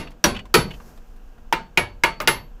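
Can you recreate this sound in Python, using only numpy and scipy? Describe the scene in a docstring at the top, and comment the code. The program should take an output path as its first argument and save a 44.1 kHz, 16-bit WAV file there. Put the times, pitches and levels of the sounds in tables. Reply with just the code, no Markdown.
"""A small workshop: close by, a rawhide mallet knocks a metal ring on a steel mandrel held in a bench vice.
The first blows come from below and shake the bench, so loose tools rattle; the hand slides along the steel,
then the blows come from above. Noise bursts make the crack, knock, room tail, rattles and taps; fading tones
make the clack, bench, mallet, mandrel and ring. Uneven noise is the sliding hand; steady noise and faint tones
are the background. Loud peaks overload the microphone."""
import sys
import numpy as np
from scipy import signal
from scipy.fft import irfft
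from scipy.io import wavfile
from scipy.ndimage import uniform_filter1d

SR = 44100
rng = np.random.default_rng(int(sys.argv[2]) if len(sys.argv) > 2 else 0)


def dump_mix(stems):
    """Bounce the given channels to the path in sys.argv[1] as a 16-bit WAV at rate SR."""
    frames = np.atleast_2d(stems).T  # one column per channel
    limited = np.clip(frames, -1, 1)  # hard clip at full scale
    pcm = np.round(limited * 32767).astype(np.int16)
    wavfile.write(sys.argv[1], SR, pcm)


N = 114660  # length of the scene [samples]
T = np.arange(round(.9 * SR)) / SR  # time within one short sound [s]
BANDS = np.geomspace(16, 18000, 42)  # centres of the noise bands [Hz]
RESONANCE_SPACING_HZ, RESONANCE_SPREAD_DB = 45, 4.5
FLUTTER, FLUTTER_HZ = .35, 55  # depth (1 = the tone's own strength) and random steps per second

# In all tables, t60 is the time a sound takes to fade by 60 dB; rise is the time constant of its start.
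# "Octave level" is the loudness of the noise within one octave.


def amp(db):
    """Turns decibels into a gain."""
    return 10 ** (np.asarray(db) / 20)


def read(table, column=1):
    """Reads one column of a frequency table at each band centre."""
    table = np.array(table)
    return np.interp(np.log(BANDS), np.log(table[:, 0]), table[:, column])[:, None]


def add(mix, s, sound):
    """Mixes a sound in at time s [s]; a start before zero is cut off."""
    at = round(s * SR)
    sound = sound[max(-at, 0):]
    part = mix[max(at, 0):][:len(sound)]
    part += sound[:len(part)]


def band_noise(size, spread_db=0):
    """Random noise in narrow bands, with unit power per octave; spread_db makes chance resonances stand out."""
    hz = np.maximum(np.fft.rfftfreq(size, 1 / SR), 1)
    place = np.interp(np.log(hz), np.log(BANDS), np.arange(len(BANDS)))
    share = np.maximum(1 - abs(place - np.arange(len(BANDS))[:, None]), 0)  # neighbouring bands cross-fade
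    random_phase = np.exp(2j * np.pi * rng.random(len(hz)))
    flat = random_phase * np.sqrt(size * SR / (2 * np.log(2) * hz))
    grid = np.arange(0, SR / 2, RESONANCE_SPACING_HZ)
    power = amp(spread_db * rng.standard_normal(len(grid))) ** 2
    relative_power = power / uniform_filter1d(power, size=15)  # keeps the broad colour even
    peaks = np.sqrt(np.interp(hz, grid, relative_power))
    return irfft(share * flat * peaks * (hz >= BANDS[0]), size)


def strike(rise_s, t60):
    """Loudness curve of a struck thing: quick rise and exponential decay."""
    rise = 1 - np.exp(-T / np.maximum(rise_s, 1e-5))
    return rise * np.exp(-np.log(1000) * T / t60)


def burst(db, rise_s, t60):
    """Countless overlapping resonances: uneven noise whose bands die at their own speed."""
    bands = band_noise(len(T), RESONANCE_SPREAD_DB)
    return (bands * amp(db) * strike(rise_s, t60)).sum(0)


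def flutter():
    """Reflections make a ringing tone waver in level and phase after its start."""
    times = np.arange(0, 1, 1 / FLUTTER_HZ)
    a, b = rng.standard_normal((2, len(times))) * (times > 0)
    return np.interp(T, times, 1 + FLUTTER * (a + 1j * b) / np.sqrt(2))


def ringing(modes, rise_s):
    """A struck body rings at its own pitches (modes): one fading, wavering sine for each."""
    total = np.zeros(len(T))
    for hz, db, t60 in modes:
        tone = np.exp(2j * np.pi * (hz * T + rng.random()))
        total += amp(db) * strike(rise_s, t60) * (flutter() * tone).real
    return total


# The blows of the mallet, one row each; levels and colours adjust the tables of the parts below:
# (time [s], knock level [dB], bass colour [dB], presence colour [dB], treble colour [dB], bench level [dB],
#  mallet level [dB], mandrel level [dB], ring level [dB], ring's overtone level [dB],
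#  clack pitch [Hz], clack level [dB])
BLOW_TIMES_AND_LEVELS = [(-.062, -4.5, 5, 2.5, 9, -0.5, -3.5, -7, 2, -5, 2750, -3),
                         (0.2408, -0.5, 5, -0.5, 7, 7.5, -10.5, 2.5, 2.5, -4.5, 5717, 1),
                         (0.541, 3, 6, 0.5, 8, 11, -13, 6.5, 11, 6.5, 1290, 0),
                         (1.5256, -5.5, -3.5, -1.5, -2, -5, -3.5, -13, -31.5, -25, 902, -3.5),
                         (1.7738, -3.5, 0.5, 3.5, 1, 1.5, -8, -7.5, -1, -27, 2255, 0),
                         (2.0363, -1.5, -4, 0.5, -1, -1.5, 2, -2, -7.5, -13.5, 2173, -1.5),
                         (2.2022, -13.5, 6, -2.5, -2, -26.5, -16.5, -37, -33.5, -28, 1240, -15),
                         (2.2744, 2, -5.5, -0.5, 5, 1, 0, -1.5, 10, 11.5, 2110, 0)]
BASS_HZ, PRESENCE_HZ, TREBLE_HZ = 690, 2400, 3800  # bass edge, middle of presence, treble edge
PRESENCE_OCTAVES = 0.46  # width of the presence bump


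def blow(knock_db, bass_db, presence_db, treble_db, bench_db, mallet_db, mandrel_db, ring_db, overtone_db,
         clack_hz, clack_db):
    """One blow: crack, knock and room tail, the clack of contact, and everything that it sets ringing."""
    hz = BANDS[:, None]
    low = 1 / (1 + (hz / BASS_HZ) ** 3)
    middle = np.exp(-.5 * (np.log2(hz / PRESENCE_HZ) / PRESENCE_OCTAVES) ** 2)
    high = 1 / (1 + (TREBLE_HZ / hz) ** 4)
    colour_db = knock_db + bass_db * low + presence_db * middle + treble_db * high
    contact = crack(knock_db) + knock(colour_db) + clack(clack_hz, clack_db)
    bodies = mallet(mallet_db) + mandrel(mandrel_db) + metal_ring(ring_db, overtone_db) + bench(bench_db)
    return contact + bodies + room_tail(colour_db)


# Crack of first contact: (frequency [Hz], octave level [dB])
CRACK_COLOUR = [(150, -40.5), (1000, -12), (2500, -15), (5500, -10), (9000, -27.5), (15000, -17.5)]


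def crack(knock_db):
    """The first contact: a very short burst of noise."""
    return burst(read(CRACK_COLOUR) + knock_db, rise_s=.0004, t60=.015)


# Dense knock: (frequency [Hz], octave level [dB], t60 [s], rise [s])
KNOCK_COLOUR = [(58.5, -36.5, 0.083, 0.0084), (176, -18, 0.1, 0.024), (400, -11, 0.1, 0.0046),
                (755, -23, 0.26, 0.003), (1197, -12.5, .1, 0.0012), (2480, -8.5, 0.064, 0.00084),
                (4394, -18.5, 0.094, .0002), (8000, -27.5, .06, .0002), (15000, -27.5, 0.1, .0002)]


def knock(colour_db):
    """The body of the blow: dense noise in which each band rises and fades at its own speed."""
    rise_s = read(KNOCK_COLOUR, column=3)
    return burst(read(KNOCK_COLOUR) + colour_db, rise_s, read(KNOCK_COLOUR, column=2))


# Nearby surfaces throw the clack back: (delay [s], level [dB])
CLACK_ECHOES = [(.006, -17), (.0155, -13.5), (.027, -21.5)]


def echoes(sound):
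    """The sound followed by its early reflections, each a delayed, weaker copy."""
    out = sound.copy()
    for delay_s, db in CLACK_ECHOES:
        add(out, delay_s, amp(db) * sound)
    return out


CLACK_T60_S, CLACK_RISE_S = 0.02, 0.0004
CLACK_TAIL_DB, CLACK_TAIL_T60_S, CLACK_DAMPING_HZ = -17, .23, 5000  # t60 for very low clacks
STEEL_RISE_S = .004


def clack(hz, db):
    """The contact rings briefly at one pitch with echoes, over a longer, weaker tail at that pitch."""
    short = echoes(ringing([(hz, db, CLACK_T60_S)], CLACK_RISE_S))
    tail_t60 = CLACK_TAIL_T60_S / (1 + (hz / CLACK_DAMPING_HZ) ** 2)  # higher clacks die sooner
    return short + ringing([(hz, db + CLACK_TAIL_DB, tail_t60)], STEEL_RISE_S)


# Modes of the rawhide mallet: (frequency [Hz], level [dB], t60 [s])
MALLET_MODES = [(904, -19, .23), (960, -21, .14), (1012, -26, .17), (1140, -28, .16), (1316, -27, .19),
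                (1410, -24, .13), (1464, -27, .19), (1700, -23, .13), (1820, -25, .12), (2128, -25, .18),
                (2296, -26, .17), (2402, -23, .13), (2770, -23, .13), (2895, -28, .17)]


def mallet(db):
    """The mallet's closely packed modes ring together."""
    return amp(db) * ringing(MALLET_MODES, rise_s=.0015)


# Modes of the steel mandrel: (frequency [Hz], level [dB], t60 before the hand's choking [s])
MANDREL_MODES = [(3788, -26, .11), (4378, -43, .2), (4472, -31, .38), (5292, -38, .13), (5930, -45, .18),
                 (6760, -46, .17), (8113, -32, .16)]
GRIP_S = .17  # time after the start of a blow when the choking sets in


def mandrel(db):
    """The steel rings at its modes until the hand chokes it."""
    choke = 1 / np.sqrt(1 + (T / GRIP_S) ** 10)
    return amp(db) * ringing(MANDREL_MODES, STEEL_RISE_S) * choke


# Modes of the metal ring: (frequency [Hz], level [dB], t60 [s])
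RING_MODES = [(8032, -37, .14), (10150, -42, .14), (10960, -37, .13), (11166, -21, .15), (14250, -38, .14),
              (15100, -43, .12)]
# The ring's separately set overtone: (frequency [Hz], level [dB], t60 [s])
OVERTONE_MODE = [(12290, -46, .33)]
RING_RISE_S = 0.029


def metal_ring(db, overtone_db):
    """The ring's high modes swell and fade, with one longer overtone."""
    overtone = amp(overtone_db) * ringing(OVERTONE_MODE, RING_RISE_S)
    return amp(db) * ringing(RING_MODES, RING_RISE_S) + overtone


# Modes of the bench: (frequency [Hz], level [dB], t60 [s])
BENCH_MODES = [(106.6, -36, 0.17), (164.2, -25.5, 0.18), (252, -53.5, .3), (346.2, -23.5, 0.18),
               (387.5, -31, .3), (480.2, -31, 0.17), (549, -36.5, 0.12), (686, -35, 0.14)]
# Slow sway of the bench: (frequency [Hz], level [dB], t60 [s])
BENCH_SWAY = [(43.5, -30, 0.5)]


def bench(db):
    """The bench booms at its low modes and sways more slowly underneath."""
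    return amp(db) * (ringing(BENCH_MODES, rise_s=0.0034) + ringing(BENCH_SWAY, rise_s=0.068))


# Room tail: (frequency [Hz], octave level [dB], t60 [s])
ROOM_COLOUR = [(60.6, -37, 0.56), (169.5, -26, .45), (383, -28, .36), (700, -34.5, 0.47), (1220, -18, 0.22),
               (2480, -20, 0.24), (4280, -26.5, 0.23), (8020, -30, 0.16), (14900, -38, 0.13)]


def room_tail(colour_db):
    """The room answers with softer noise that builds up slowly and lasts longer."""
    return burst(read(ROOM_COLOUR) + colour_db, rise_s=0.024, t60=read(ROOM_COLOUR, column=2))


# Hops of the loose tools: (time [s], level [dB])
RATTLE_HOPS = [(.070, -39.5), (.347, -29.5), (0.363, -27), (0.389, -31.5), (0.7061, -33), (0.7358, -39)]
# Colour of a hop, added to its level: (frequency [Hz], octave level [dB])
HOP_COLOUR = [(300, -16), (1500, -4.5), (2300, -0.5), (2850, 10), (3800, -8.5), (6000, -16), (15000, -29)]


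def rattle(db):
    """A loose tool hops once on the bench: a short noise burst."""
    return burst(db + read(HOP_COLOUR), rise_s=.003, t60=.06)


# Loudness of the rubbing hand, added to its colour; silent outside these times: (time [s], level [dB])
RUBBING_LEVEL = [(.60, -14), (.74, 3), (.83, 1), (.92, 0), (1.03, -7.5), (1.2, -12), (1.359, -13.5),
                 (1.52, -20)]
# Colour of skin on steel: (frequency [Hz], octave level [dB])
SLIDE_COLOUR = [(300, -60.5), (1000, -61.5), (3500, -72), (6000, -61.5), (9000, -70), (13000, -62),
                (16000, -69.5)]
SKIN_GRAIN_DB, SKIN_GRAIN_HZ = 1.5, 45.2  # skin catches and lets go: typical change, steps per second


def slide():
    """Skin hisses unevenly on polished steel: noise that swells and fades with a random grain."""
    t = np.arange(N) / SR
    grain = np.interp(t * SKIN_GRAIN_HZ, np.arange(400), rng.standard_normal(size=400))
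    rubbing_db = np.interp(t, *np.transpose(RUBBING_LEVEL), left=-np.inf, right=-np.inf)
    hiss = (band_noise(N) * amp(read(SLIDE_COLOUR))).sum(0)
    return amp(rubbing_db + SKIN_GRAIN_DB * grain) * hiss


# Light taps on ring and steel: (time [s], octave level at 2000 Hz [dB], tilt above 1000 Hz [dB per octave])
LIGHT_TAPS = [(.105, -58, 0), (.116, -53.5, -5), (.454, -49.5, -4.5), (.800, -48.5, -8),
              (.975, -54.5, -3.5), (1.100, -71.5, 0.5), (1.162, -67, 1), (1.379, -57, -9),
              (2.215, -55.5, 8)]


def tap(db, tilt_db):
    """A light touch: a short noise burst, dull or bright by its tilt, weaker in the bass."""
    octaves = np.log2(BANDS[:, None] / 2000)
    tilt = tilt_db * np.maximum(octaves, -1)
    bass_loss = 4 * np.minimum(octaves + 1, 0)  # 4 dB less for each octave below 1000 Hz
    return burst(db + tilt + bass_loss, rise_s=0.00085, t60=0.065)


# Background rumble and hiss: (frequency [Hz], octave level [dB])
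BACKGROUND_COLOUR = [(15, -45.5), (32, -42.5), (55, -53), (90, -61.5), (150, -63), (220, -59), (330, -63.5),
                     (800, -64), (1600, -65), (2100, -75), (2700, -66.5), (4000, -76), (7000, -72),
                     (9500, -82.5), (13000, -74)]
# Faint background hum: (frequency [Hz], level [dB])
HUM_TONES = [(230, -59), (480, -63), (752, -68), (1610, -71.5)]


def workshop():
    """Steady noise makes the rumble with a little hiss; steady sines make the hum."""
    t = np.arange(N) / SR
    hum = sum(amp(db) * np.sin(2 * np.pi * (hz * t + rng.random())) for hz, db in HUM_TONES)
    return hum + (band_noise(N) * amp(read(BACKGROUND_COLOUR))).sum(0)


def scene():
    """Blows, rattles, taps and the sliding hand over the workshop's background."""
    mix = workshop() + slide()
    for source, table in ((blow, BLOW_TIMES_AND_LEVELS), (rattle, RATTLE_HOPS), (tap, LIGHT_TAPS)):
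        for s, *row in table:
            add(mix, s, source(*row))
    return mix[None]


CUTOFF_HZ = 15650


def record(dry):
    """The microphone overloads on the peaks, the recorder rounds off what is left; both are band-limited."""
    ceiling = .55  # 1 = full scale
    band_limit = signal.firwin(301, CUTOFF_HZ, window=("kaiser", 9), fs=SR)[None]
    clipped = signal.oaconvolve(np.clip(dry, -ceiling, ceiling), band_limit, "same")
    rounded = clipped / (1 + (clipped / ceiling) ** 12) ** (1 / 12)
    return signal.oaconvolve(rounded, band_limit, "same")


dry = scene()
out = record(dry)
dump_mix(out)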